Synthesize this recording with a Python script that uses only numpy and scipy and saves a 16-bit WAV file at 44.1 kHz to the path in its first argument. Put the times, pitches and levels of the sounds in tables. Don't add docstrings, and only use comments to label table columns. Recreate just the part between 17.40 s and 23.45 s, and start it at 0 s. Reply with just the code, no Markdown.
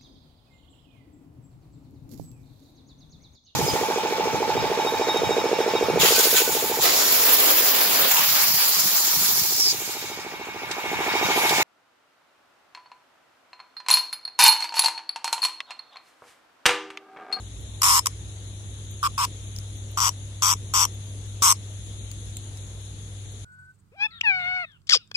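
import sys
import numpy as np
from scipy import signal
from scipy.fft import rfft, irfft, next_fast_len
from scipy.io import wavfile
from scipy.ndimage import uniform_filter1d, map_coordinates

SR = 44100
rng = np.random.default_rng(int(sys.argv[2]) if len(sys.argv) > 2 else 0)


def unload_audio(sound):
    columns = np.transpose(np.atleast_2d(sound))
    steps = np.round(np.clip(columns, -1, 1) * 32767)
    wavfile.write(sys.argv[1], SR, steps.astype(np.int16))


def boost_factor(decibels):
    exponent = np.asarray(decibels, float) / 20
    return 10 ** exponent


N = 266628

# (first stroke t/s, last stroke t/s, strokes, hitch after the first/ms, grip number)
BUZZES = [
    (.4196, .5923, 32, 7.5, 0),
    (.6598, .6687, 2, 0, 0),
    (1.6302, 1.6713, 8, 1.8, 1),
    (1.7798, 1.8497, 14, -.5, 1),
    (2.5747, 2.6031, 5, 0, 2),
    (2.6117, 2.6905, 15, 1.5, 2),
    (3.023, 3.137, 20, 2, 2),
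    (3.339, 3.4518, 21, 0, 2),
    (4.0229, 4.1228, 19, 0, 3),
]
# (belly level/dB, drum level/dB, drum swell over the run/dB, rib click rate f/Hz,
# far drum weaker by/dB)
VOICES = [(-25, -20.5, -1, 1060, -1.3), (-28.5, -22.5, 0.5, 1100, -3), (-24, -32, 3, 1170, 1),
          (-26.5, -29.5, 6, 1080, 0), (-27, -28.5, 5, 1100, 2.5), (-28, -24, 4, 1070, -1.5),
          (-27.5, -22.5, 0.5, 1095, 3), (-27.5, -22, 1.8, 1055, -0.5), (-24, -18.5, 2.5, 1090, -0.5)]
# (far drum late/ms, rattle level/dB, belly width/Hz, extra wait of the last stroke/ms)
GRIP_MANNERS = [(0, -15, 460, 2.2), (-0.19, -7, 360, 1.5), (-0.49, -15.5, 1070, 4.4),
                (0.07, -13.5, 530, 2.6)]
# (f/Hz, width/Hz, left level/dB, right level/dB)
DRUM_GRIP_0 = [(2240, 1040, -9.5, -28), (3240, 3000, -13, -13.5), (4160, 690, -22, -43),
               (5245, 250, 4, -6.5), (6020, 910, -1.5, -7.5), (7060, 2250, -3.5, -5.5),
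               (10300, 3900, -8.5, -9.5), (13400, 1700, -11.5, -11)]
DRUM_GRIP_1 = [(2610, 610, -2, -21), (3350, 990, -9, -6), (4330, 370, -9.5, -24), (5260, 410, 3, -11.5),
               (6270, 820, -2, -7), (7640, 2250, -5.5, -6.5), (9850, 2500, -30, -8),
               (12000, 2200, -20, -10.5)]
DRUM_GRIP_2 = [(2374, 774, -15, -48), (3345, 550, -15.5, -13), (4760, 620, -11, -16.5), (5680, 315, 3, -6),
               (6940, 2270, -6.5, -17.5), (8030, 670, -5, -9), (9600, 540, -23.5, -15),
               (12500, 2600, -16.5, -19.5)]
DRUM_GRIP_3 = [(2300, 340, -11, -18.5), (3440, 990, -14, -12), (4230, 240, -11, -26),
               (5446, 300, 1.5, -3.5), (6230, 340, 2.5, -5), (8070, 610, -1, -4), (10000, 650, -7, -10),
               (12300, 2400, -12, -18)]
DRUM_GRIPS = [DRUM_GRIP_0, DRUM_GRIP_1, DRUM_GRIP_2, DRUM_GRIP_3]
DRUM_SIGNS = [(1, 1), (-1, 1), (-1, -1), (1, 1), (-1, -1), (1, 1), (-1, -1), (1, 1)]
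# (push on belly level/dB, snap of drum level/dB)
RIBS = [(-1, -9), (0, -3), (0, -1), (-1, 0), (-3, -2), (-9, -8)]
# (t/s, peak level/dB, f/Hz, left over right/dB, t60/s)
CLAW_TICKS = [
    (2.1636, -20.5, 5600, 1, 0.0015),
    (2.187, -20, 5550, 4, 0.0021),
    (4.715, -24, 6730, 7, 0.0096),
    (4.969, -20.5, 7560, 5, 0.017),
    (5.173, -28, 5800, 7, 0.005),
]
# (t/s, peak level/dB)
WING_BRUSHES = [(0.2099, -45), (1.511, -38), (2.0682, -50), (2.366, -44), (2.5132, -39), (3.5428, -43),
                (3.6641, -46), (3.8594, -46), (5.4091, -48), (5.9194, -48)]
# (f/Hz, t60/s)
YARD_DECAY = [(700, .06), (3000, .11), (8000, .1), (14000, .06)]
# (t/s, level/dB, f/Hz, t60/s)
FINGER_THUMP = [
    (4.02, -38, 95, .15),
]
# (t/s, level/dB)
HUM_LEVEL = [(0.1, -41), (1.89, -38.5), (2.25, -36.5), (3.01, -37), (3.99, -35), (4.03, -38.5), (4.15, -37),
             (5.9, -39)]
# (f/Hz, density level/dB)
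RUMBLE_SPECTRUM = [(15, -31), (25, -9), (80, -4.5), (102, -9.5), (125, -10.5), (145, -11), (166, -16.5),
                   (237, -18.5), (291, -18), (431, -21.5), (501, -24), (1040, -33.5), (2200, -37.5),
                   (2860, -71), (4840, -120)]
# (f/Hz, density level/dB)
CHORUS_SPECTRUM = [(1000, -20.5), (1800, -11), (2820, -9.5), (3600, 0), (4100, -5.5), (4650, -16),
                   (5500, -14.5), (6600, 2.5), (7400, -4.5), (8400, -17.5), (8900, -7), (10400, -2.5),
                   (11200, -17.5), (12300, -28.5), (14300, -19.5), (16000, -27)]
# (f/Hz, left-right likeness from -1 to 1)
NIGHT_LIKENESS = [(60, 0.62), (180, 1), (550, 0.73), (1650, -0.23), (4970, 0.0055), (15000, -0.046)]
# (f/Hz, left over right/dB)
NIGHT_LEAN = [(60, -1.5), (180, 0.5), (550, -1), (1650, 1.5), (4970, 8.5), (15000, -2.5)]
# (f/Hz, level/dB)
TONE_RESPONSE = [(20, -30), (45, -1), (70, 0), (14500, -0.5), (15400, 4.5), (15900, -17), (16600, -24),
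                 (17000, -60)]
# (f/Hz, level/dB)
LINE_FLOOR = [(100, -60), (10800, -64), (11200, -11), (13000, -16), (14500, -15), (15300, -9),
              (16000, -12)]

START_DB, START_S = 4, 0.001
FADE_DB, FADE_S = 0.5, 0.018
RESTART_DB_PER_MS, RESTART_S = -0.12, 0.004
TIRE_STROKES = 1.5
RIB_SAG_HZ_PER_S = 60
BELLY_TUNE, BELLY_TOP_HZ = 0.93, 1190
CORE_HZ, CORE_SHARE = 204, 0.36
UPPER_HZ, UPPER_DB = 1526, -11.5
LAG_S = 8 / 44100
WING_HZ, WING_LEAN_DB, WING_T60_S = 12700, 5, .04
RUMBLE_DB, CHORUS_DB = -44.5, -49.5


def unit(x):
    return x / np.sqrt(np.mean(x ** 2) + 1e-20)


def along(points, hz):
    f, v = np.transpose(points)
    return np.interp(np.log(hz + 1), np.log(f + 1), v)


def wobble(rate):
    knots = rng.standard_normal(int(N * rate / SR) + 4)
    return map_coordinates(knots, [np.arange(N) * rate / SR])


def filtered(x, response):
    m = next_fast_len(x.shape[-1] + 8192)
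    spectrum = rfft(x, m) * response(np.fft.rfftfreq(m, 1 / SR))
    return irfft(spectrum, m)[..., :x.shape[-1]]


def mode(f, hz, width_hz):
    return 1j * f * width_hz / (hz * hz - f * f + 1j * f * width_hz)


def clicks(seconds, sizes, size):
    places = np.round(seconds.ravel() * SR).astype(int)
    return np.bincount(places, sizes.ravel(), size)[:size]


def cicada():
    out = np.zeros((2, N))
    for strokes, voice in zip(BUZZES, VOICES):
        first = round(strokes[0] * SR) - 400
        sound = buzz(strokes, voice, first / SR)
        out[:, first:first + sound.shape[1]] += sound
    lags = [LAG_S / 2, -LAG_S / 2]
    return filtered(out, lambda f: np.exp(-2j * np.pi * np.outer(lags, f)))


def buzz(strokes, voice, start):
    size = SR // 3
    first, last, count, hitch_ms, grip = strokes
    belly_db, drum_db, swell_db, rib_hz, weaker_db = voice
    late_ms, rattle_db, belly_width_hz, tire_ms = GRIP_MANNERS[grip]
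    beat = pace(first, last, count, hitch_ms, tire_ms)
    k = np.arange(count)
    far = (k % 2)[:, None]
    chance = rng.standard_normal((count, 3))
    scatter = rng.standard_normal((count, len(RIBS), 3))

    when = beat + (k % 2 * late_ms + .15 * chance[:, 0]) / 1000
    rib_rate = (rib_hz - RIB_SAG_HZ_PER_S * (when - when.mean()))[:, None]
    spacing = (.99 + .035 * k[:, None] / count + .03 * chance[:, 1:2]) / rib_rate
    steps = np.cumsum(1 + .08 * (np.arange(len(RIBS)) - 3)) - .76
    t = when[:, None] - start - .0019 + spacing * steps + 3e-5 * scatter[..., 0]

    push_db, snap_db = np.transpose(RIBS)
    push_sizes = boost_factor(push_db - far * weaker_db + .5 * chance[:, 2:] + .6 * scatter[..., 1])
    snap_sizes = boost_factor(snap_db - far * weaker_db + 1.3 * scatter[..., 2])
    belly = belly_ring(clicks(t, push_sizes, size), rib_hz, belly_width_hz)
    ring = drum_ring(t, snap_sizes, far, grip, rattle_db, size)

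    clock = start + np.arange(size) / SR
    soft_start_db = START_DB * np.exp(-np.clip(clock - first + 0.0036, 0, None) / START_S)
    restart_db = RESTART_DB_PER_MS * max(hitch_ms, 0) * np.exp(-np.abs(clock - beat[1]) / RESTART_S)
    fade_db = FADE_DB * np.clip(1 - (last - clock) / FADE_S, 0, 1)
    effort_db = -soft_start_db - restart_db - fade_db
    swell_db = swell_db * (np.clip((clock - first) / (last - first), 0, 1) - .5)
    duty = np.sqrt((last - first + .006) * SR / size)
    mix = boost_factor(belly_db + 3.0) * unit(belly) + boost_factor(drum_db + swell_db + 4) * unit(ring)
    return duty * boost_factor(effort_db) * mix


def pace(first, last, count, hitch_ms, tire_ms):
    extra = tire_ms * np.exp(-np.arange(count - 1)[::-1] / TIRE_STROKES) / 1000
    extra[0] += hitch_ms / 1000
    waits = extra - extra.mean() + (last - first) / (count - 1)
    return first + np.r_[0, np.cumsum(waits)]


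def drum_ring(t, snap_sizes, far, grip, rattle_db, size):
    def drum(f):
        total = 0
        for sign, (hz, width_hz, left_db, right_db) in zip(DRUM_SIGNS, DRUM_GRIPS[grip]):
            total = total + np.c_[list(sign)] * boost_factor([[left_db], [right_db]]) * mode(f, hz, width_hz)
        return total

    ring = np.zeros((2, size))
    for rib in range(len(RIBS)):
        pair = np.array([clicks(t[:, rib] + extra_s * far[:, 0], snap_sizes[:, rib], size)
                         for extra_s in (0, 2.5e-5)])
        pair[1] = np.roll(pair[1], 1)
        tail = signal.lfilter([1], [1, -boost_factor(-60 / (.013 * SR))], pair)
        rattle = tail * rng.standard_normal((2, size))
        ring += filtered(boost_factor(rattle_db - 2) * rattle - pair, lambda f: drum(f * (1 + .01 * (rib - 3))))
    return ring


def belly_ring(push, rib_hz, width_hz):
    def cavity(f):
        tune_hz = BELLY_TUNE * rib_hz
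        core = 1 - CORE_SHARE + CORE_SHARE * mode(f, tune_hz, CORE_HZ)
        upper = boost_factor(UPPER_DB) * mode(f, UPPER_HZ, 220)
        skirt = mode(f, BELLY_TOP_HZ, 900)
        return (mode(f, tune_hz, width_hz) ** 2 * core - upper) * skirt * boost_factor([[0], [.3]])

    return filtered(push, cavity)


def legs():
    out, t = np.zeros((2, N)), np.arange(2000) / SR
    brushes = [(s, db, WING_HZ, WING_LEAN_DB, WING_T60_S) for s, db in WING_BRUSHES]
    for s, db, hz, pan_db, t60 in list(CLAW_TICKS) + brushes:
        scrape = boost_factor(-60 * t / t60) * rng.standard_normal((2, len(t)))
        ring = filtered(scrape, lambda f: (mode(f, hz, 0.13 * hz) + 0.29) * mode(f, hz, 1.8 * hz))
        sides = boost_factor(db + np.array([[pan_db / 2], [-pan_db / 2]]))
        out[:, round(s * SR):][:, :len(t)] += sides * ring / np.abs(ring).max()
    return out


def yard(x):
    hz, t, z = signal.stft(rng.standard_normal((2, SR // 4)), SR, nperseg=128)
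    decay = boost_factor(-60 * t / along(YARD_DECAY, hz)[:, None])
    tail = signal.istft(z * decay, SR, nperseg=128)[1]
    late = np.pad(x, ((0, 0), (150, 0)))
    return signal.fftconvolve(late, tail / np.linalg.norm(tail[0]), axes=1)[:, :N]


def finger_thump(t):
    s, db, hz, t60 = FINGER_THUMP[0]
    since = np.clip(t - s, 0, None)
    ring = boost_factor(db - 60 * since / t60) * np.sin(2 * np.pi * hz * since)
    u = since / 0.0011
    return ring + boost_factor(db + 17) * u * (2 - u) * np.exp(-u)


def night():
    t = np.arange(N) / SR
    hum_db = np.interp(t, *np.transpose(HUM_LEVEL))
    turns = 2 * np.pi * 99.8 * t + 0.08 * wobble(3.26)
    octave = boost_factor(-27 + 2 * wobble(8)) * np.sin(2 * turns)
    hum = boost_factor(hum_db + 3 + .6 * wobble(6)) * (np.sin(turns) + octave)
    drone = boost_factor(-44 + 2.5 * wobble(7)) * np.sin(2 * np.pi * 59 * t + 1.6 * wobble(6))
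    rumble = boost_factor(RUMBLE_DB) * rush(RUMBLE_SPECTRUM, patchy_db=1.5)
    chorus = boost_factor(CHORUS_DB + 0.57 * wobble(1.71)) * rush(CHORUS_SPECTRUM, patchy_db=1.4)
    return (hum + drone + finger_thump(t)) * boost_factor([[.6], [-.6]]) + rumble + chorus


def rush(spectrum, patchy_db):
    z = signal.stft(rng.standard_normal((2, N)), nperseg=512)[2]
    field = uniform_filter1d(rng.standard_normal(z.shape[1:]), size=6, axis=0)
    field = uniform_filter1d(field, size=10, axis=1)
    pair = signal.istft(z * boost_factor(patchy_db * unit(field)), nperseg=512)[1][:, :N]

    def mid_side(hz):
        turn = np.arccos(np.clip(along(NIGHT_LIKENESS, hz), -1, 1)) / 2
        return boost_factor(along(spectrum, hz)) * [np.cos(turn), np.sin(turn)]

    mid, side = filtered(pair, mid_side)
    both = np.array([mid + side, mid - side])
    both = filtered(both, lambda hz: boost_factor(np.outer([.5, -.5], along(NIGHT_LEAN, hz))))
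    return both / np.std(both.mean(0))


def thinned(x):
    hz, _, z = signal.stft(x, SR, window="cosine", nperseg=1024)
    level = 20 * np.log10(np.abs(z) + 1e-9)
    z = z * (level > along(LINE_FLOOR, hz)[:, None] - 70)
    bands = z[:, :512].reshape(2, 64, 8, -1)
    power = np.abs(uniform_filter1d(np.mean(np.abs(bands) ** 2, axis=2), size=2, axis=2))
    reach = boost_factor(-2 * 2.2 * np.abs(np.subtract.outer(np.arange(64), np.arange(64))))
    reach[:, :5] = 0
    top = power[:, 5:].max(axis=1, keepdims=True)
    loud = top > boost_factor(-2 * 55)
    luck = unit(uniform_filter1d(rng.standard_normal(power.shape[1:]), size=3, axis=1))
    margin_db = 14 - loud * (3.5 + 3 * luck)
    masker = boost_factor(-2 * margin_db) * np.einsum("ab,cbt->cat", reach, power)
    masked = power < masker + loud * boost_factor(-2 * 25) * top
    masked[:, 42:] |= uniform_filter1d(1. * loud, size=4, axis=2, origin=1) > .9
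    masked[:, :5] = False
    z[:, :512] = (bands * ~masked[:, :, None]).reshape(2, 512, -1)
    return signal.istft(z, SR, window="cosine", nperseg=1024)[1][:, :N]


def scene():
    near = cicada() + legs()
    return near + boost_factor(-19) * yard(near) + night()


def band_limit(x):
    return signal.sosfilt(signal.butter(12, 16830, fs=SR, output="sos"), x)


def record(dry):
    x = filtered(dry, lambda f: boost_factor(along(TONE_RESPONSE, f)))
    x = x / (1 + np.abs(x / .8) ** 4) ** (1 / 4)
    mix = thinned(x)
    return band_limit(mix)


dry = scene()
out = record(dry)
unload_audio(out)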